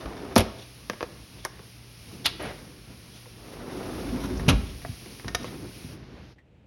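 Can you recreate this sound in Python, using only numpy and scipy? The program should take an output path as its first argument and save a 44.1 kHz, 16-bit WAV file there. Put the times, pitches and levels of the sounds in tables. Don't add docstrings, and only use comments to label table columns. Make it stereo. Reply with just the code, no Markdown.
import sys
import numpy as np
from scipy import signal
from scipy.fft import rfft, irfft, next_fast_len
from scipy.io import wavfile

SR = 44100
rng = np.random.default_rng(int(sys.argv[2]) if len(sys.argv) > 2 else 0)


def transcribe(signal):
    frames = np.atleast_2d(signal).T
    limited = np.clip(frames, -1, 1)
    pcm = np.round(limited * 32767).astype(np.int16)
    wavfile.write(sys.argv[1], SR, pcm)


N = 293876
TIME = np.arange(N) / SR


def from_db(db):
    return 10 ** (np.asarray(db) / 20)


def unit_rms(x):
    return x / np.sqrt(np.mean(x ** 2) + 1e-20)


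def at_hz(points, hz):
    knots, *columns = np.transpose(points)
    return [np.interp(np.log(np.maximum(hz, 1)), np.log(knots), c) for c in columns]


def add(track, s, sound):
    start = max(round(s * SR), 0)
    track[..., start:start + sound.shape[-1]] += sound[..., :N - start]


def drift(rate):
    knots = rng.standard_normal(1024)
    return unit_rms(np.interp(TIME * rate, np.arange(len(knots)), knots))


def fade_after(s, release_s):
    return np.exp(-np.maximum(TIME - s, 0) / release_s)


def strokes(rows, attack_s, release_s):
    return sum(from_db(db) * np.clip((TIME - s) / attack_s, 0, 1) * fade_after(s + hold_s, release_s)
               for s, hold_s, db in rows)


def colour(x, spectrum, tilt_db=0, size=4096):
    hz = np.arange(size // 2 + 1) * SR / size
    db = at_hz(spectrum, hz)[0] + tilt_db * np.log2(np.maximum(hz, 200) / 1000)
    cepstrum = irfft(np.log(from_db(db)))
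    cepstrum[1:size // 2] *= 2
    cepstrum[size // 2 + 1:] = 0
    response = irfft(np.exp(rfft(cepstrum)))
    return signal.oaconvolve(x, response[None], axes=1)[:, :x.shape[-1]]


def noise(spectrum, flutter_db=0, rate=20):
    return unit_rms(colour(rng.standard_normal((2, N)) * from_db(flutter_db * drift(rate)), spectrum))


BAND_EDGES = [20, 180, 360, 720, 1400, 2800, 5600, 11000, 20000]
BANDS = [(np.sqrt(low * high), signal.butter(2, [low, high], "band", fs=SR, output="sos"))
         for low, high in zip(BAND_EDGES, BAND_EDGES[1:])]
def dying_noise(t, t60_at):
    return sum(signal.sosfilt(band, rng.standard_normal((2, len(t))) * from_db(-60 * t / t60_at(hz))
                              + 1e-18) for hz, band in BANDS)


def ringing(modes, t, scatter_db, detune=0):
    chance = rng.standard_normal((len(modes), 2))
    return sum(from_db(db + scatter_db * a - 60 * t / t60) * np.sin(2 * np.pi * hz * (1 + detune * b) * t)
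               for (hz, db, t60), (a, b) in zip(modes, chance))


def resonate(force, modes, length_s, scatter_db):
    ring = ringing(modes, np.arange(int(length_s * SR)) / SR, scatter_db)
    return unit_rms(signal.fftconvolve(force, ring[None], axes=1)[:, :N])


def disperse(x, travel_s):
    size = 2 * x.shape[-1]
    hz = np.arange(size // 2 + 1) * SR / size
    cycles = travel_s * (2 * np.sqrt(1000 * hz) - hz / 3)
    return irfft(rfft(x, size) * np.exp(-2j * np.pi * cycles), size)[:, :size // 2]


def contacts(rows, spectrum, modes, gain_db, crack_db, crack_s, modes_db,
             ring_t60, dull_linger, bass_linger, travel_s):
    out, t = np.zeros((2, N)), np.arange(SR // 5) / SR
    middle_hz = np.median([hz for hz, _, _ in modes])
    for s, db, tilt_db in rows:
        t60 = ring_t60 * np.exp(-dull_linger * tilt_db)
        body = dying_noise(t, lambda hz: t60 * (hz / 2000) ** -bass_linger)
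        crack = from_db(crack_db) * rng.standard_normal((2, len(t))) * np.exp(-t / crack_s)
        blow = colour(body + crack, spectrum, tilt_db)
        blow /= np.sqrt(np.mean(blow[:, :SR // 100] ** 2, axis=1, keepdims=True))
        reached = [(hz, mode_db + min(tilt_db * np.log2(hz / middle_hz), 0), ring)
                   for hz, mode_db, ring in modes]
        blow[0] += from_db(modes_db) * ringing(reached, t, scatter_db=2, detune=.004)
        add(out, s, from_db(db + gain_db) * disperse(blow, travel_s))
    return out


def grit(per_s, spread_db, size_cap, decay_s):
    hits = rng.random(N) < per_s / SR
    sizes = from_db(spread_db * np.minimum(rng.exponential(1, N), size_cap))
    jolts = signal.lfilter([1], [1, -np.exp(-1 / (decay_s * SR))], hits * sizes + 1e-18)
    return jolts * rng.standard_normal((2, N))


# (f/Hz, level/dB)
GRAIN_COLOUR = [(200, -22), (700, -2.5), (1200, 5), (2200, -2.5), (3500, -10.5), (5500, -12), (8000, -20),
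                (16000, -33.5)]
# (f/Hz, level/dB, t60/s)
DOOR_MODES = [(390, -8, .13), (528, -11, .17), (577, -18, .13), (639, -13, .13), (686, -13, .12),
              (828, -19, .08), (963, -19, .08), (1100, -16, .08), (1242, -20, .08), (2233, -18, .085),
              (2955, -21, .1), (3596, -22, .1)]
def coarse_grains():
    bursts = grit(per_s=77, spread_db=1.5, size_cap=3, decay_s=.0033)
    ring = resonate(bursts, DOOR_MODES, length_s=.25, scatter_db=4.5)
    return unit_rms(unit_rms(colour(bursts, GRAIN_COLOUR)) + from_db(2.5) * ring)


# (start/s, stop/s, run-up/s, rumble gain/dB, initial sway/dB)
PUSHES = [(-.02, 0.358, 0.0074, -39.5, -62), (3.301, 4.488, 0.42, -33.5, -56)]
# (f/Hz, level/dB)
WHEEL_COLOUR = [(60, -11), (160, -9), (250, -3.5), (380, -5.5), (600, -8.5), (1200, -14.5), (2200, -24),
                (5000, -33.5), (16000, -53.5)]
# (f/Hz, level/dB)
SWAY_COLOUR = [(25, -21), (42, 0), (57, 4), (75, -4.5), (92, -6.5), (150, -8.5), (300, -28), (2000, -87.5)]
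# (f/Hz, level/dB, t60/s)
TRACK_MODES = [(197, -9, .3), (252, -1, .16), (277, -4, .16), (372, -2.5, .14)]
def rolling_door():
    drone_hz, sag_hz_per_s = 420.6, 160
    track_db, track_db_per_s, sway_db_per_s = -49.5, 12, 23
    fine_grit = grit(per_s=3000, spread_db=-7.5, size_cap=4, decay_s=.0052)
    wheels = from_db(-3) * unit_rms(colour(fine_grit, WHEEL_COLOUR))
    ticks = from_db(-11.5) * coarse_grains()
    pane = noise(SWAY_COLOUR)
    slow = signal.butter(2, 38, fs=SR, output="sos")
    waver = unit_rms(signal.sosfilt(slow, rng.standard_normal((2, N))))
    track = resonate(rng.standard_normal((2, N)), TRACK_MODES, length_s=.5, scatter_db=-2.5)
    out = 0
    for start_s, stop_s, run_up_s, rumble_db, sway_db in PUSHES:
        rolled_s = np.clip(TIME, start_s, stop_s) - start_s
        speed = (1 - np.exp(-(rolled_s / run_up_s) ** 1.54)) * fade_after(stop_s, .14)
        pitch = drone_hz - sag_hz_per_s * rolled_s
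        drone = from_db(-7.5) * waver * np.sin(2 * np.pi * np.cumsum(pitch) / SR)
        depth = (330 / pitch) ** 1.1
        rumble = (wheels + speed ** 2 * ticks) / depth ** 1.48 + drone * depth ** .9
        ring = from_db(track_db + track_db_per_s * rolled_s) * track
        sway = from_db(sway_db + sway_db_per_s * rolled_s) * pane
        out += speed * (ring + from_db(rumble_db) * rumble + sway)
    return out


# (t/s, level/dB)
RUMBLE_LEVELS = [(0.0, -49.5), (2.03, -50), (2.25, -51), (3.0, -48.5), (6.3, -47.5)]
# (f/Hz, level/dB)
RUMBLE_COLOUR = [(20, -27.5), (35, -17.5), (54, 2), (85, -5), (150, -5), (330, -11.5), (600, -20.5),
                 (1200, -24), (3000, -30), (16000, -64)]
# (t/s, relative level/dB)
HISS_LEVELS = [(0.0, -53), (1.79, -55.5), (2.22, -53), (3.19, -52.5), (4.35, -48), (5.77, -51.5),
               (5.9, -53.5)]
# (f/Hz, level/dB)
HISS_COLOUR = [(100, -22.5), (600, -16), (1000, -6.5), (1500, -7), (2000, -2.5), (2500, 2), (3700, -1),
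               (5500, 1), (7500, -7.5), (10000, -1.5), (12500, -8), (14500, -7), (16000, -4.5)]
# (f/Hz, level/dB)
AIR_COLOUR = [(100, -11), (400, 4.5), (1000, -2.5), (2500, -1), (5500, -2.5), (8000, -17), (16000, -23.5)]
def garden():
    hum_hz, hiss_until_s, garden_until_s = 117.5, 5.93, 6.325
    hum = np.sin(2 * np.pi * hum_hz * TIME + 1.3 * drift(9)) * from_db(2 * drift(3.4))
    far = noise(RUMBLE_COLOUR, flutter_db=2.5, rate=11) + from_db(-5.5) * np.sqrt(2) * hum
    rumble = from_db(np.interp(TIME, *np.transpose(RUMBLE_LEVELS))) * far
    hiss_gain = from_db(2.5 + np.interp(TIME, *np.transpose(HISS_LEVELS)))
    hiss = hiss_gain * fade_after(hiss_until_s, .029) * noise(HISS_COLOUR, flutter_db=1.7, rate=6.56)
    air = from_db(-58) * noise(AIR_COLOUR, flutter_db=-.1, rate=9)
    return (rumble + hiss + air) * fade_after(garden_until_s, .015)


# (t/s, strength/dB, centre f/Hz)
OPEN_SHOVES = [(0.046, -30.5, 63.4), (0.3635, -8.5, 235), (.379, -15, 96), (.899, -31.5, 186),
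               (4.408, -27, 106)]
# (f/Hz, level/dB, t60/s)
OPEN_PANE_MODES = [(58, -4, .3), (96, -2, .25), (186, -8, .25), (222, -1, .26), (275, -16, .15),
                   (389, -9, .2)]
# (t/s, strength/dB, centre f/Hz)
SHUT_SHOVES = [(4.4795, -8.5, 139), (4.509, -33, 250), (4.522, -15.5, 55), (4.562, -22, 64),
               (4.63, -25.5, 64), (4.86, -39, 125), (4.892, -25.5, 115), (5.254, -28, 117),
               (5.451, -37, 167), (5.845, -30, 144)]
# (f/Hz, level/dB, t60/s)
SHUT_PANE_MODES = [(56, -3, .27), (87, -4, .2), (101, -10, .2), (133, -17, .17), (149, -13, .45),
                   (186, -16, .22), (241, -4, .27)]
def pane_boom(shoves, modes, ring_db, swing_cycles=1.22):
    out, t = np.zeros((2, N)), np.arange(SR // 2) / SR
    for s, db, centre_hz in shoves:
        reach = signal.butter(2, [centre_hz / 2, centre_hz * 2], "band", fs=SR, output="sos")
        swing = np.sin(2 * np.pi * centre_hz * t) * np.exp(-centre_hz * t / swing_cycles)
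        ring = from_db(ring_db) * ringing(modes, t, scatter_db=-.5)
        add(out[0], s, from_db(db) * signal.sosfilt(reach, swing + ring))
    return out


# (t/s, relative level/dB, tilt/dB per octave)
FRAME_KNOCKS = [(.058, -22.5, -3), (.168, -29, -2), (.311, -28.5, -3.5), (.8983, -12.5, 1.5),
                (.933, -25, 0), (1.0075, -19.5, -3), (1.013, -27, -0.5), (1.0283, -14, -1),
                (1.593, -28.5, -5.5), (2.114, -41, -19), (3.258, -34, -5), (4.247, -27, -2.5),
                (5.246, -29, -4.5), (5.444, -21, -1)]
# (f/Hz, level/dB)
FRAME_COLOUR = [(60, -19.5), (200, -11.5), (450, 3.5), (750, 0), (1100, -2.5), (1500, -1.5), (2100, -1),
                (2800, -3.5), (4200, -10), (5800, -8), (8000, -22.5), (11000, -22.5), (16000, -24.5)]
# (f/Hz, level/dB, t60/s)
FRAME_MODES = [(385, -10, .08), (500, -3, .06), (590, -10, .07), (920, -7, .045), (1090, 0, .045),
               (1180, -6, .035), (1625, -9, .05), (2450, -10, .022), (3850, -15, .025), (5800, -14, .02)]
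def frame_knocks():
    return contacts(FRAME_KNOCKS, FRAME_COLOUR, FRAME_MODES, gain_db=-15, crack_db=16.5, crack_s=.00033,
                    modes_db=1, ring_t60=.054, dull_linger=.06, bass_linger=.36, travel_s=.0007)


# (t/s, relative level/dB, tilt/dB per octave)
STOP_BLOWS = [(.357, -22, 4.5), (.3615, -7, 0.5), (.3635, -8.5, -1.5), (.3675, -11.5, 0)]
# (f/Hz, level/dB)
STOP_COLOUR = [(60, -24.5), (200, -0.5), (300, -5), (400, -2), (520, -0.5), (720, -1), (950, -6),
               (1150, -5.5), (1700, -11.5), (2800, -18.5), (4000, -15), (5500, -10.5), (8000, -26),
               (11000, -22.5), (16000, -38.5)]
# (t/s, relative level/dB, tilt/dB per octave)
REBOUNDS = [(.378, -14, 0.5), (.3815, -13, 2.5), (.3958, -15, -1.5), (.4058, -18.5, -0.5), (.409, -21, -4)]
# (f/Hz, level/dB)
REBOUND_COLOUR = [(60, -29), (250, -4), (520, 0), (800, 1), (1200, -7.5), (1800, -6.5), (2900, -1.5),
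                  (4400, -9.5), (5700, -12), (8000, -14.5), (11000, -13), (16000, -27)]
def stop_bang():
    bang = contacts(STOP_BLOWS, STOP_COLOUR, DOOR_MODES, gain_db=-7.5, crack_db=10.5, crack_s=.00032,
                    modes_db=1.5, ring_t60=.048, dull_linger=.04, bass_linger=.054, travel_s=.0011)
    rattle = contacts(REBOUNDS, REBOUND_COLOUR, DOOR_MODES, gain_db=-6.5, crack_db=10, crack_s=.0006,
                      modes_db=-4.5, ring_t60=.06, dull_linger=.03, bass_linger=.13, travel_s=.00095)
    return bang + rattle


# (t/s, hold/s, level/dB)
SCUFFS = [(.58, 0.049, -45), (1.37, 0.036, -53), (1.422, 0.03, -44.5), (2.243, .012, -30),
          (3.125, 0.044, -48.5), (4.655, 0.039, -44.5), (5.375, 0.094, -48.5)]
# (f/Hz, level/dB)
SCUFF_COLOUR = [(300, -6), (1800, -16), (2700, -11.5), (3400, -3), (4000, -9), (4700, -16), (5500, -13),
                (9000, -25), (16000, -41)]
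def light_scuffs():
    return strokes(SCUFFS, attack_s=.014, release_s=.019) * noise(SCUFF_COLOUR, flutter_db=4, rate=51)


# (t/s, relative level/dB, tilt/dB per octave)
CATCH_CLICKS = [(1.4503, -11.5, 1.5), (1.4555, -29.5, 0)]
# (f/Hz, level/dB)
CATCH_COLOUR = [(60, -18), (220, -22), (400, -5), (750, 2), (1200, 2), (2100, -3.5), (2800, -21),
                (4100, -17), (5500, -12.5), (8000, -14), (12000, -17), (16000, -24)]
# (f/Hz, level/dB, t60/s)
CATCH_MODES = [(382, -4, .09), (770, -7, .06), (900, -7, .04), (1174, -1, .045), (1480, -4, .035),
               (2110, -8, .04), (2945, -14, .05), (3682, -12, .05), (5300, -10, .025)]
def screen_catch():
    return contacts(CATCH_CLICKS, CATCH_COLOUR, CATCH_MODES, gain_db=-14, crack_db=14, crack_s=.00032,
                    modes_db=-3, ring_t60=.053, dull_linger=.039, bass_linger=.28, travel_s=.00073)


# (t/s, hold/s, level/dB)
RUBS = [(2.11, 0.3, -47.5), (2.6, 0.16, -52.5), (5.02, 0.082, -46), (5.24, 0.42, -41), (5.83, 0.16, -50.5)]
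# (f/Hz, level/dB)
RUB_COLOUR = [(40, -16), (110, 0), (250, -1), (380, -3), (600, -15), (1300, -21), (2500, -29), (16000, -60)]
def hand_rubs():
    return strokes(RUBS, attack_s=.0036, release_s=.12) * noise(RUB_COLOUR, flutter_db=2.5, rate=40)


# (t/s, relative level/dB, tilt/dB per octave)
SCREEN_CLACKS = [(2.2548, -21.5, 1.5), (2.258, -7.5, -1), (2.2612, -13, 10), (2.2648, -9, -3.5),
                 (2.274, -25.5, -8)]
# (f/Hz, level/dB)
SCREEN_COLOUR = [(60, -15.5), (300, -33.5), (900, -13), (1800, -10.5), (2800, 0.5), (4000, 5), (5500, -9),
                 (9000, -11), (12000, -20), (16000, -35.5)]
# (f/Hz, level/dB, t60/s)
SCREEN_MODES = [(690, -15, .06), (890, -12, .06), (1370, -10, .06), (1930, -6, .04), (2600, -7, .025),
                (2800, -3, .025), (3650, -7, .018), (3850, -3, .022), (4450, -11, .018)]
def screen_snap():
    return contacts(SCREEN_CLACKS, SCREEN_COLOUR, SCREEN_MODES, gain_db=-11, crack_db=8.5, crack_s=.0027,
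                    modes_db=-3, ring_t60=.069, dull_linger=.052, bass_linger=.19, travel_s=.00043)


# (t/s, hold/s, level/dB)
SCRAPES = [(2.392, 0.059, -33)]
# (f/Hz, level/dB)
SCRAPE_COLOUR = [(60, -5), (200, -5.5), (380, -2.5), (520, -3.5), (660, -2.5), (1100, -12), (1900, -10.5),
                 (4000, -20.5), (8000, -35), (10500, -30), (13000, -45), (16000, -36)]
# (t/s, hold/s, level/dB)
RASPS = [(2.42, .015, -45.5)]
# (f/Hz, level/dB)
RASP_COLOUR = [(3000, -25), (8000, -22), (10300, 6), (11200, -8), (12000, -7), (13500, -22), (16000, -28)]
def screen_scrape():
    scrape = noise(SCRAPE_COLOUR, flutter_db=-1.5, rate=68)
    rasp = noise(RASP_COLOUR, flutter_db=3.5, rate=140)
    return (strokes(SCRAPES, attack_s=.0098, release_s=.074) * scrape
            + strokes(RASPS, attack_s=.006, release_s=.017) * rasp)


# (t/s, hold/s, level/dB)
CHAFES = [(3.525, .015, -51), (3.708, 0.02, -46), (3.765, 0.02, -47), (3.852, .012, -46),
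          (3.99, 0.025, -47.5), (4.132, 0.0086, -52), (4.2, 0.032, -43.5), (4.235, 0.03, -43),
          (4.394, 0.011, -44)]
# (f/Hz, level/dB)
CHAFE_COLOUR = [(300, -15), (750, -12), (1000, 9), (1200, 1), (1420, 5.5), (1700, -6), (2000, -4),
                (2900, -7), (4000, -1), (4700, -20), (5500, -1), (7500, -16), (12000, -12), (16000, -40)]
def edge_chafes():
    return strokes(CHAFES, attack_s=.0031, release_s=.013) * noise(CHAFE_COLOUR, flutter_db=1, rate=120)


# (t/s, level/dB)
DENTS = [(3.624, -33.5), (3.769, -30), (4.005, -33), (4.127, -25.5), (4.245, -28), (4.303, -25)]
def wheel_bumps():
    out, t = np.zeros((2, N)), np.arange(SR // 2) / SR
    onset = 1 - np.exp(-t / .0034)
    for s, db in DENTS:
        add(out[0], s, from_db(db) * onset * ringing(TRACK_MODES, t, scatter_db=-2.5, detune=.0091))
    return out


# (t/s, hold/s, level/dB)
SQUEAKS = [(4.365, 0.014, -41)]
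# (f/Hz, level/dB)
SQUEAK_COLOUR = [(3500, -34), (4900, -12), (5400, -5), (6000, -3), (7000, -13), (10000, -35)]
def wheel_squeak():
    return strokes(SQUEAKS, attack_s=.006, release_s=.005) * noise(SQUEAK_COLOUR, flutter_db=-4, rate=300)


# (t/s, relative level/dB, tilt/dB per octave)
HANDLE_TAPS = [(4.396, -27.5, 0), (4.819, -36, 8), (4.849, -23.5, -3), (5.06, -35.5, -1), (5.197, -33.5, 4)]
# (f/Hz, level/dB)
HANDLE_COLOUR = [(60, -17), (400, -4), (800, 1.5), (1200, -8), (2000, 1), (2800, -16), (6000, -34),
                 (16000, -44)]
# (f/Hz, level/dB, t60/s)
HANDLE_MODES = [(700, -4, .08), (1157, -6, .05), (1879, -8, .04), (2266, -11, .04)]
def handle_taps():
    return contacts(HANDLE_TAPS, HANDLE_COLOUR, HANDLE_MODES, gain_db=-11.5, crack_db=17, crack_s=.00053,
                    modes_db=3, ring_t60=.054, dull_linger=.02, bass_linger=.33, travel_s=.00077)


# (t/s, relative level/dB, tilt/dB per octave)
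JAMB_BLOWS = [(4.4805, -12, -8), (4.4835, -15, 1), (4.4885, -10, 0.5), (4.496, -14, 1.5),
              (4.5075, -13, -4.5), (4.528, -18.5, -5.5)]
# (f/Hz, level/dB)
JAMB_COLOUR = [(60, -1.5), (200, 0), (420, -7.5), (750, -6.5), (1300, -4.5), (1900, -9), (2800, -2.5),
               (4500, -11), (6500, -11), (8500, -19.5), (11000, -18.5), (16000, -45)]
# (f/Hz, level/dB, t60/s)
JAMB_MODES = [(490, -12, .12), (802, -17, .1), (926, -15, .09), (1290, -21, .05), (2229, -19, .04),
              (2500, -13, .025), (2719, -9, .025), (3391, -18, .03)]
def jamb_crunch():
    return contacts(JAMB_BLOWS, JAMB_COLOUR, JAMB_MODES, gain_db=-6.5, crack_db=5, crack_s=.00052,
                    modes_db=1, ring_t60=.083, dull_linger=.017, bass_linger=.27, travel_s=.00065)


# (t/s, relative level/dB, tilt/dB per octave)
LATCH_CLICKS = [(5.281, -20, -2), (5.348, -14, -0.5), (5.3503, -17.5, 3), (5.352, -17.5, 3),
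                (5.432, -34, 1.5), (5.479, -30, -5.5)]
# (f/Hz, level/dB)
LATCH_COLOUR = [(60, -8), (300, -14), (800, -7.5), (1600, -4.5), (3700, -10.5), (5800, -4), (8000, -20),
                (11000, -17), (16000, -32)]
# (f/Hz, level/dB, t60/s)
LATCH_MODES = [(715, -9, .075), (1240, -10, .04), (1453, -1.5, .05), (1820, -3.5, .055), (2080, -5, .035),
               (2260, -7, .035), (2950, -9, .03), (3350, -7, .03), (3800, -2, .032), (4950, -10, .025),
               (5636, -7, .03)]
def latch_flick():
    return contacts(LATCH_CLICKS, LATCH_COLOUR, LATCH_MODES, gain_db=-13, crack_db=10, crack_s=.00068,
                    modes_db=2.5, ring_t60=.04, dull_linger=.067, bass_linger=.17, travel_s=.00079)


# (f/Hz, level/dB)
STILL_COLOUR = [(20, -16), (70, -2), (130, -3.5), (250, -11), (520, -16.5), (1100, -31.5), (2800, -30.5),
                (5000, -46), (9000, -54), (16000, -65.5)]
# (t/s, hold/s, level/dB)
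TICKS = [(6.381, 0.0064, -53.5)]
# (f/Hz, level/dB)
TICK_COLOUR = [(300, -12), (1400, -14), (1900, 4), (2500, -14), (3800, -19), (5000, -24), (16000, -45)]
def still_room(start_s=6.355):
    onset = np.clip((TIME - start_s) / .005, 0, 1)
    tone = from_db(-52.5) * onset * noise(STILL_COLOUR, flutter_db=1, rate=12)
    return tone + strokes(TICKS, attack_s=.0035, release_s=.014) * noise(TICK_COLOUR)


# (f/Hz, level/dB)
ECHO_COLOUR = [(150, 5), (500, -0.5), (900, -1.5), (1600, -1.5), (3000, -2), (5000, 0.5), (11000, -1.5)]
# (f/Hz, t60/s)
ECHO_T60 = [(100, 0.2), (500, 0.59), (3000, 0.64), (6000, 0.26), (14000, 0.24)]
def room_echo(x):
    t = np.arange(SR * 3 // 4) / SR
    tail = dying_noise(t, lambda hz: at_hz(ECHO_T60, hz)[0]) * (1 - np.exp(-t / .0011))
    response = unit_rms(colour(tail, ECHO_COLOUR)) / np.sqrt(len(t))
    return signal.fftconvolve(x, response, axes=1)[:, :N]


# (f/Hz, likeness/0-1, left lead/rad, left minus right/dB)
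STEREO_IMAGE = [(60, .998, 0, -.3), (180, .992, 0, -1.5), (330, .955, .05, -2.6), (520, .78, .3, -3.9),
                (850, .5, .85, -.3), (1350, .5, .35, -.3), (2000, .6, .1, -.5), (3000, .6, 1, -.5),
                (5200, .62, .4, 0), (6400, .7, 1.8, 0), (7700, .993, 3.1, 0), (10000, .85, 5.6, 0),
                (11000, .93, 6.3, 0), (14000, .98, 9.4, 0), (16000, .85, 10.5, 0)]
def stereo_image(x):
    size = 2 * next_fast_len(N // 2 + 2048)
    alike, lead, balance_db = at_hz(STEREO_IMAGE, np.arange(size // 2 + 1) * SR / size)
    alike = np.clip(alike, 0, .999)
    common, diffuse = rfft(x, size) * np.sqrt([(1 + alike) / 2, (1 - alike) / 2])
    left = (common + diffuse) * from_db(balance_db / 2)
    right = (common - diffuse) * from_db(-balance_db / 2) * np.exp(-1j * lead)
    return irfft(np.array([left, right]), size)[:, :N]


def scene():
    bangs = stop_bang() + jamb_crunch()
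    knocks = frame_knocks() + screen_catch()
    snap = screen_snap()
    clicks = latch_flick() + handle_taps()
    pane = pane_boom(OPEN_SHOVES, OPEN_PANE_MODES, ring_db=-9.5)
    pane += pane_boom(SHUT_SHOVES, SHUT_PANE_MODES, ring_db=-6)
    echo = room_echo(from_db(-16) * bangs + from_db(-16.5) * knocks
                     + from_db(-15) * snap + from_db(-15.5) * clicks)
    wheels = rolling_door() + wheel_bumps() + wheel_squeak()
    friction = screen_scrape() + hand_rubs() + light_scuffs() + edge_chafes()
    close_by = bangs + knocks + snap + clicks + pane + wheels + friction
    return stereo_image(close_by + echo + garden()) + still_room()


def record(dry):
    thinned = signal.sosfilt(signal.butter(6, 40, "high", fs=SR, output="sos"), dry)
    rounded = 1.1 * np.tanh(thinned / 1.1)
    return signal.sosfilt(signal.ellip(10, .1, 90, 16200, fs=SR, output="sos"), rounded)


dry = scene()
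out = record(dry)
transcribe(out)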